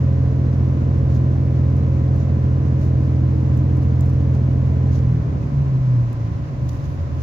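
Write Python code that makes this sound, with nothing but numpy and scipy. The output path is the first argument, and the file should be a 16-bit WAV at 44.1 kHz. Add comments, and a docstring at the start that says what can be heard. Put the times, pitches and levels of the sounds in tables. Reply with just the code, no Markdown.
"""Diesel engine under a railcar floor: six cylinders drone at full power, throttle closes at 5 s, speed runs down.
Crank-locked sine orders, the strongest weighted by cabin resonances, plus pump lines and a noise roar.
A sinking hum and rising gear whine fade off load; shaped noise makes the wheel rumble.
A hand ticks and brushes near the microphone in noise bursts.
Ventilation is a noise hiss with thin sine whines."""
import sys
import numpy as np
from scipy import signal
from scipy.fft import rfft, irfft, next_fast_len
from scipy.io import wavfile

SR = 44100
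rng = np.random.default_rng(int(sys.argv[2]) if len(sys.argv) > 2 else 0)


def inscribe(sig):
    """Save sig as 16-bit PCM at rate SR to the path in sys.argv[1].

    A 1-D sig is mono; a 2-D sig holds one channel per row.
    Samples are clipped to [-1, 1] before scaling.
    """
    pcm = np.round(np.clip(np.atleast_2d(sig).T, -1, 1) * 32767)
    wavfile.write(sys.argv[1], SR, pcm.astype(np.int16))


N = 318402
TIME = np.arange(N) / SR

FULL_RPM, SINK_TO_RPM = 1701.1, 300
THROTTLE_OFF_S = 5.0
SPEED_TAU_S, FUEL_TAU_S, ROAR_TAU_S, DRIVE_TAU_S = 2.32, 0.21, 1.25, 0.49
ROAR_DROP_DB = 10
PUMP_FADE_DB_PER_S = 1.34

# Strong orders, 6 = firing rate: [order/cycles, pulling level/dB, coasting level/dB], before cabin gain
STRONG_ORDERS = [(6, -6.5, -13), (9, -16, -20), (12, -16, -13), (15, -15.5, -25), (18, -16, -22.5)]
# Weak orders from unequal cylinders: [order/cycles, level at full load/dB]
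WEAK_ORDERS = [(4, -37.5), (5, -30), (7, -44.5), (10, -29), (11, -36), (13, -38), (14, -45.5), (16, -39),
               (17, -38), (19, -41), (20, -39.5), (21, -46), (22, -47.5), (24, -48), (27, -47.5), (30, -54),
               (31, -54.5), (32, -46), (44, -57.5), (45, -57.5), (49, -59), (51, -62)]
# Belt-driven pumps, out of step with the cylinders: [f at full speed/Hz, level at start/dB]
PUMP_LINES = [(408.5, -52), (539.8, -45), (623.6, -61), (637.6, -62)]
# Combustion roar at full load: [f/Hz, density/dB per Hz]
ROAR_SPECTRUM = [(28, -73), (52, -50.5), (100, -61), (190, -61), (245, -57.5), (305, -60.5), (360, -67),
                 (450, -65.5), (560, -70), (720, -72.5), (860, -79.5), (1300, -87), (2000, -90),
                 (7000, -130)]


def engine(wobble_cycles=0.0026, crank_start_cycles=0.0503, line_fade_ratio=1.7, floor_cut_hz=50,
           pulling_flutter_db=0.83, coasting_flutter_db=2.0):
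    """Crank-locked orders, pumps and combustion roar; the floor radiates little deep bass of the weak orders."""
    rpm = SINK_TO_RPM + (FULL_RPM - SINK_TO_RPM) * run_down(SPEED_TAU_S)
    fuel = run_down(FUEL_TAU_S)
    load_db = ROAR_DROP_DB * (run_down(ROAR_TAU_S) - 1)
    cycle_hz = rpm / 120  # four-stroke: two turns per cycle
    hunting = wobble_cycles * drift(3.8)  # governor
    cycles = crank_start_cycles + np.cumsum(cycle_hz) / SR + hunting
    strong_flutter_db = fuel * pulling_flutter_db + (1 - fuel) * coasting_flutter_db

    # common phase origin, orders in threes: the sum throbs three times a cycle
    boom = 0
    for order, pulling_db, coasting_db in STRONG_ORDERS:
        source_gain = from_db(fuel * pulling_db + (1 - fuel) * coasting_db)
        gain = source_gain * cabin_gain(order * cycle_hz)
        boom = boom - gain * tone(order * cycles, order * cycle_hz[0], strong_flutter_db, flutter_rate_hz=6.4)

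    lines = 0
    for order, level_db in WEAK_ORDERS:
        # uneven firing: low orders a quarter turn off; cabin modes scatter the rest
        lag_turns = .25 if order < 12 else rng.random()
        radiated = 1 / np.sqrt(1 + (floor_cut_hz / (order * cycle_hz)) ** 8)
        line = tone(order * cycles + lag_turns, order * cycle_hz[0], flutter_db=1.5, flutter_rate_hz=4.0)
        lines = lines + radiated * from_db(level_db) * line

    for hz, level_db in PUMP_LINES:
        turns = hz / cycle_hz[0] * cycles + rng.random()
        gain = from_db(level_db - PUMP_FADE_DB_PER_S * TIME)
        lines = lines + gain * tone(turns, hz, flutter_db=1.5, flutter_rate_hz=2.0)

    # off load the lines fade faster than the roar
    return boom + from_db(line_fade_ratio * load_db) * lines + from_db(load_db) * cabin_noise(ROAR_SPECTRUM)


def run_down(tau_s):
    """1 until the throttle closes, then exponential decay."""
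    return np.exp(-np.maximum(TIME - THROTTLE_OFF_S, 0) / tau_s)


# Air resonances of the carriage: [f/Hz, width/Hz, level/dB]
CABIN_RESONANCES = [(68.4, 8.3, -23), (85.6, 12, -14.5), (111, 4.6, -20), (123.4, 8.06, .5),
                    (130.9, 8, -12), (139.5, 7, -8), (162.7, 6, -5.5), (186, 10, -22), (216.3, 35, -20.5),
                    (259.8, 23, -29), (312.7, 10, -16), (332.1, 14, -21.5)]


def cabin_gain(hz):
    """Summed resonance peaks: gain of the carriage for a line at this pitch."""
    grid_hz = np.arange(0, 400, .25)
    answer = 0
    for centre_hz, width_hz, level_db in CABIN_RESONANCES:
        answer = answer + from_db(level_db) / (1 + (2 * (grid_hz - centre_hz) / width_hz) ** 2)
    return np.interp(hz, grid_hz, answer)


HUM_START_HZ, HUM_SAG_HZ_PER_S, HUM_DB = 341, 8.4, -18  # level before cabin gain
GEAR_START_HZ, GEAR_RISE_HZ_PER_S, GEAR_DB = 472, 14, -55


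def drive(waver_hz=1.2):
    """Sinking hum swelling at cabin resonances; gear whine climbing as the train gathers speed."""
    hum_hz = HUM_START_HZ - HUM_SAG_HZ_PER_S * TIME
    gear_hz = GEAR_START_HZ + GEAR_RISE_HZ_PER_S * TIME
    hum_turns = np.cumsum(hum_hz + waver_hz * drift(5)) / SR
    hum = tone(hum_turns, HUM_START_HZ, flutter_db=1.0, flutter_rate_hz=18)
    gears = tone(np.cumsum(gear_hz) / SR, GEAR_START_HZ, flutter_db=2.5, flutter_rate_hz=3.6)
    both = from_db(HUM_DB) * cabin_gain(hum_hz) * hum + from_db(GEAR_DB) * gears
    return run_down(DRIVE_TAU_S) * both


# Rolling rumble before its level curve: [f/Hz, density/dB per Hz]
RUMBLE_SPECTRUM = [(18, -81.5), (35, -66.5), (55, -53.5), (78, -41), (100, -52.5), (125, -43), (155, -49.5),
                   (190, -59), (290, -57), (370, -68), (560, -72.5), (850, -86.5), (1500, -101),
                   (5000, -140)]
# Rumble gain over time: [t/s, level/dB]
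RUMBLE_CURVE = [(0, -6.5), (1, -12.5), (4.9, -11), (5.4, 2.5), (6.1, -4), (6.8, -0.5), (7.22, -2)]


def wheels(waver_db=1.2):
    """Rolling noise through the floor, wavering slowly, fuller once the throttle has closed."""
    level_db = np.interp(TIME, *np.transpose(RUMBLE_CURVE))
    return from_db(level_db + waver_db * drift(4.5)) * cabin_noise(RUMBLE_SPECTRUM)


TICK_T60_S = .0085
# Fingers ticking on the case: [t/s, onset level/dB per Hz before shape, left minus right/dB]
FINGER_TICKS = [(1.767, -89.5, 15), (2.162, -87.5, -10.5), (3.402, -90, 10), (3.565, -87, 8),
                (3.575, -79.5, 12), (3.771, -85, 6), (3.839, -90, -3), (4.009, -76.5, -13),
                (4.133, -86, -2), (6.029, -92, 4), (6.13, -83.5, 12)]
# Spectral shape of a tick: [f/Hz, level/dB]
TICK_SHAPE = [(800, -40), (4600, -16), (6700, -1), (8500, -11), (12000, -6), (16000, -10)]
# Skin and cloth: [t of peak/s, level/dB per Hz before shape, half length/s, swish re rub/dB]
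BRUSH_STROKES = [(0.537, -96, 0.012, -12.5), (1.144, -95, 0.042, -14), (2.21, -95, 0.029, -20),
                 (2.83, -94.5, .033, -10.5), (3.054, -105, 0.098, -7), (3.832, -98, .016, -8),
                 (4.06, -101, .014, -3), (4.1, -98, .008, -6.5), (4.347, -92.5, .014, -12),
                 (4.952, -87.5, .029, -16), (6.692, -92.5, 0.0058, -13), (6.713, -96.5, .08, -7),
                 (6.849, -93, .014, -18), (6.92, -102, .043, -6), (7.21, -95.5, 0.042, -9)]
# Spectral shape of the duller rub: [f/Hz, level/dB]
RUB_SHAPE = [(1400, -24.5), (3000, -5), (5000, -2), (6700, -.5), (8200, -27), (16000, -22)]
# Spectral shape of the bright swish: [f/Hz, level/dB]
SWISH_SHAPE = [(3000, -28), (8000, -7), (11000, -1.5), (14000, -3.5), (16000, -8)]


def hand(grain_db=2.8, linger=1.2):
    """Fast-decaying noise ticks and soft grainy brushes."""
    ticks, rub, swish = np.zeros((2, N)), np.zeros(N), np.zeros(N)
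    for start_s, level_db, side_db in FINGER_TICKS:
        after = (TIME >= start_s) & (TIME < start_s + 2 * TICK_T60_S)
        decay_db = -60 * (TIME[after] - start_s) / TICK_T60_S
        ticks[:, after] += from_db(level_db + decay_db) * pan(side_db)
    for peak_s, level_db, half_length_s, swish_db in BRUSH_STROKES:
        near = np.abs(TIME - peak_s) < 10 * half_length_s
        since_s = TIME[near] - peak_s
        side_length_s = half_length_s * np.where(since_s > 0, linger, 1)  # slower fade than rise
        stroke = from_db(level_db) * np.exp(-(np.abs(since_s) / side_length_s) ** 1.3)
        rub[near] += stroke
        swish[near] += stroke * from_db(swish_db)
    brushes = rub * cabin_noise(RUB_SHAPE) + swish * cabin_noise(SWISH_SHAPE)
    return ticks * cabin_noise(TICK_SHAPE) + brushes * from_db(grain_db * drift(90))


HISS_DB = -1.5
# Air hiss before HISS_DB: [f/Hz, density/dB per Hz]
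HISS_SPECTRUM = [(280, -88.5), (650, -72), (860, -79.5), (1020, -74.5), (1300, -82), (2000, -86),
                 (2600, -89), (3300, -94.5), (6200, -97), (7100, -101), (8100, -115), (12000, -113.5),
                 (16000, -117)]
# Steady whines of fans and auxiliaries: [f/Hz, level/dB]
FAN_WHINES = [(561.5, -50), (1019.8, -57.5), (1086, -66), (1531.1, -70), (2008.8, -72), (3953.4, -83)]


def ventilation(waver=.0007):
    """Broadband air hiss with thin motor whines, slightly wavering in pitch."""
    out = from_db(HISS_DB + 0.49 * drift(16)) * cabin_noise(HISS_SPECTRUM)
    for hz, level_db in FAN_WHINES:
        turns = hz * np.cumsum(1 + waver * drift(2.8)) / SR
        out = out + from_db(level_db) * tone(turns, hz, flutter_db=0.5, flutter_rate_hz=4.8)
    return out


# Width of the sound field: [f/Hz, side minus mid/dB]
FIELD_WIDTH = [(70, -16), (130, -22), (200, -14), (300, -6.5), (640, -4.5), (1000, 2), (1400, 2), (2400, 0),
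               (16000, 0)]
# Stereo balance: [f/Hz, left minus right/dB]
FIELD_TILT = [(60, -1.6), (125, -.9), (200, 0), (380, .5), (700, -.8), (2400, -1), (4400, -2.2),
              (8000, -1.5), (15000, 1)]


def cabin_noise(spectrum):
    """Diffuse stereo noise of a given density: alike on both sides in the bass, unrelated in the treble."""
    size = next_fast_len(N)
    hz = np.arange(size // 2 + 1) * SR / size
    mid, side = rfft(rng.standard_normal((2, size)))
    both = mid + from_db(at_hz(FIELD_WIDTH, hz)) * side * np.array([[1], [-1]])
    shaped = both * from_db(at_hz(spectrum, hz)) * pan(at_hz(FIELD_TILT, hz))
    return irfft(shaped, size)[:, :N] * np.sqrt(SR / 2)  # white density to 1 per Hz


def tone(turns, hz, flutter_db, flutter_rate_hz):
    """Fluttering sine, mid rms about 1; standing waves put the sides out of step by the width at hz."""
    angle = (2 * np.pi * (turns - np.floor(turns))).astype(np.float32)
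    level = from_db(flutter_db * drift(flutter_rate_hz)).astype(np.float32)
    mid = np.sin(angle)
    side = np.float32(from_db(at_hz(FIELD_WIDTH, hz))) * np.cos(angle)
    balance = (np.sqrt(2) * pan(at_hz(FIELD_TILT, hz))).astype(np.float32)
    return np.array([mid - side, mid + side]) * level * balance


def drift(rate_hz):
    """Slow random wander, spread 1: white noise through two equal poles at rate_hz."""
    step = 100  # samples per drawn point
    r = np.exp(-2 * np.pi * rate_hz * step / SR)
    noise = rng.standard_normal(N // step + 2002)
    slow = signal.lfilter([1], [1, -2 * r, r * r], noise)[2000:]  # drop settling
    return np.interp(TIME, np.arange(len(slow)) * step / SR, slow / slow.std())


def from_db(db):
    """Decibels to amplitude gain."""
    return np.exp(np.asarray(db) * np.log(10) / 20)


def at_hz(points, hz):
    """Spectrum interpolated on a log-frequency axis."""
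    f, value = np.transpose(points)
    return np.interp(np.log(np.maximum(hz, 1)), np.log(f), value)


def pan(db):
    """Left and right gains for a level difference."""
    return from_db(np.array([[.5], [-.5]]) * db)


def scene():
    """All sources summed, as heard from a window seat."""
    return engine() + drive() + wheels() + hand() + ventilation()


def record(dry):
    """5 ms ease-in; microphone loses the deepest bass; steep cut of the top."""
    eased = dry * np.sin(np.pi / 2 * np.minimum(TIME / .005, 1)) ** 2
    bass_cut = signal.butter(2, 20, "high", fs=SR, output="sos")
    top_cut = signal.ellip(10, .1, 80, 16100, fs=SR, output="sos")
    return signal.sosfilt(top_cut, signal.sosfilt(bass_cut, eased))


dry = scene()
out = record(dry)
inscribe(out)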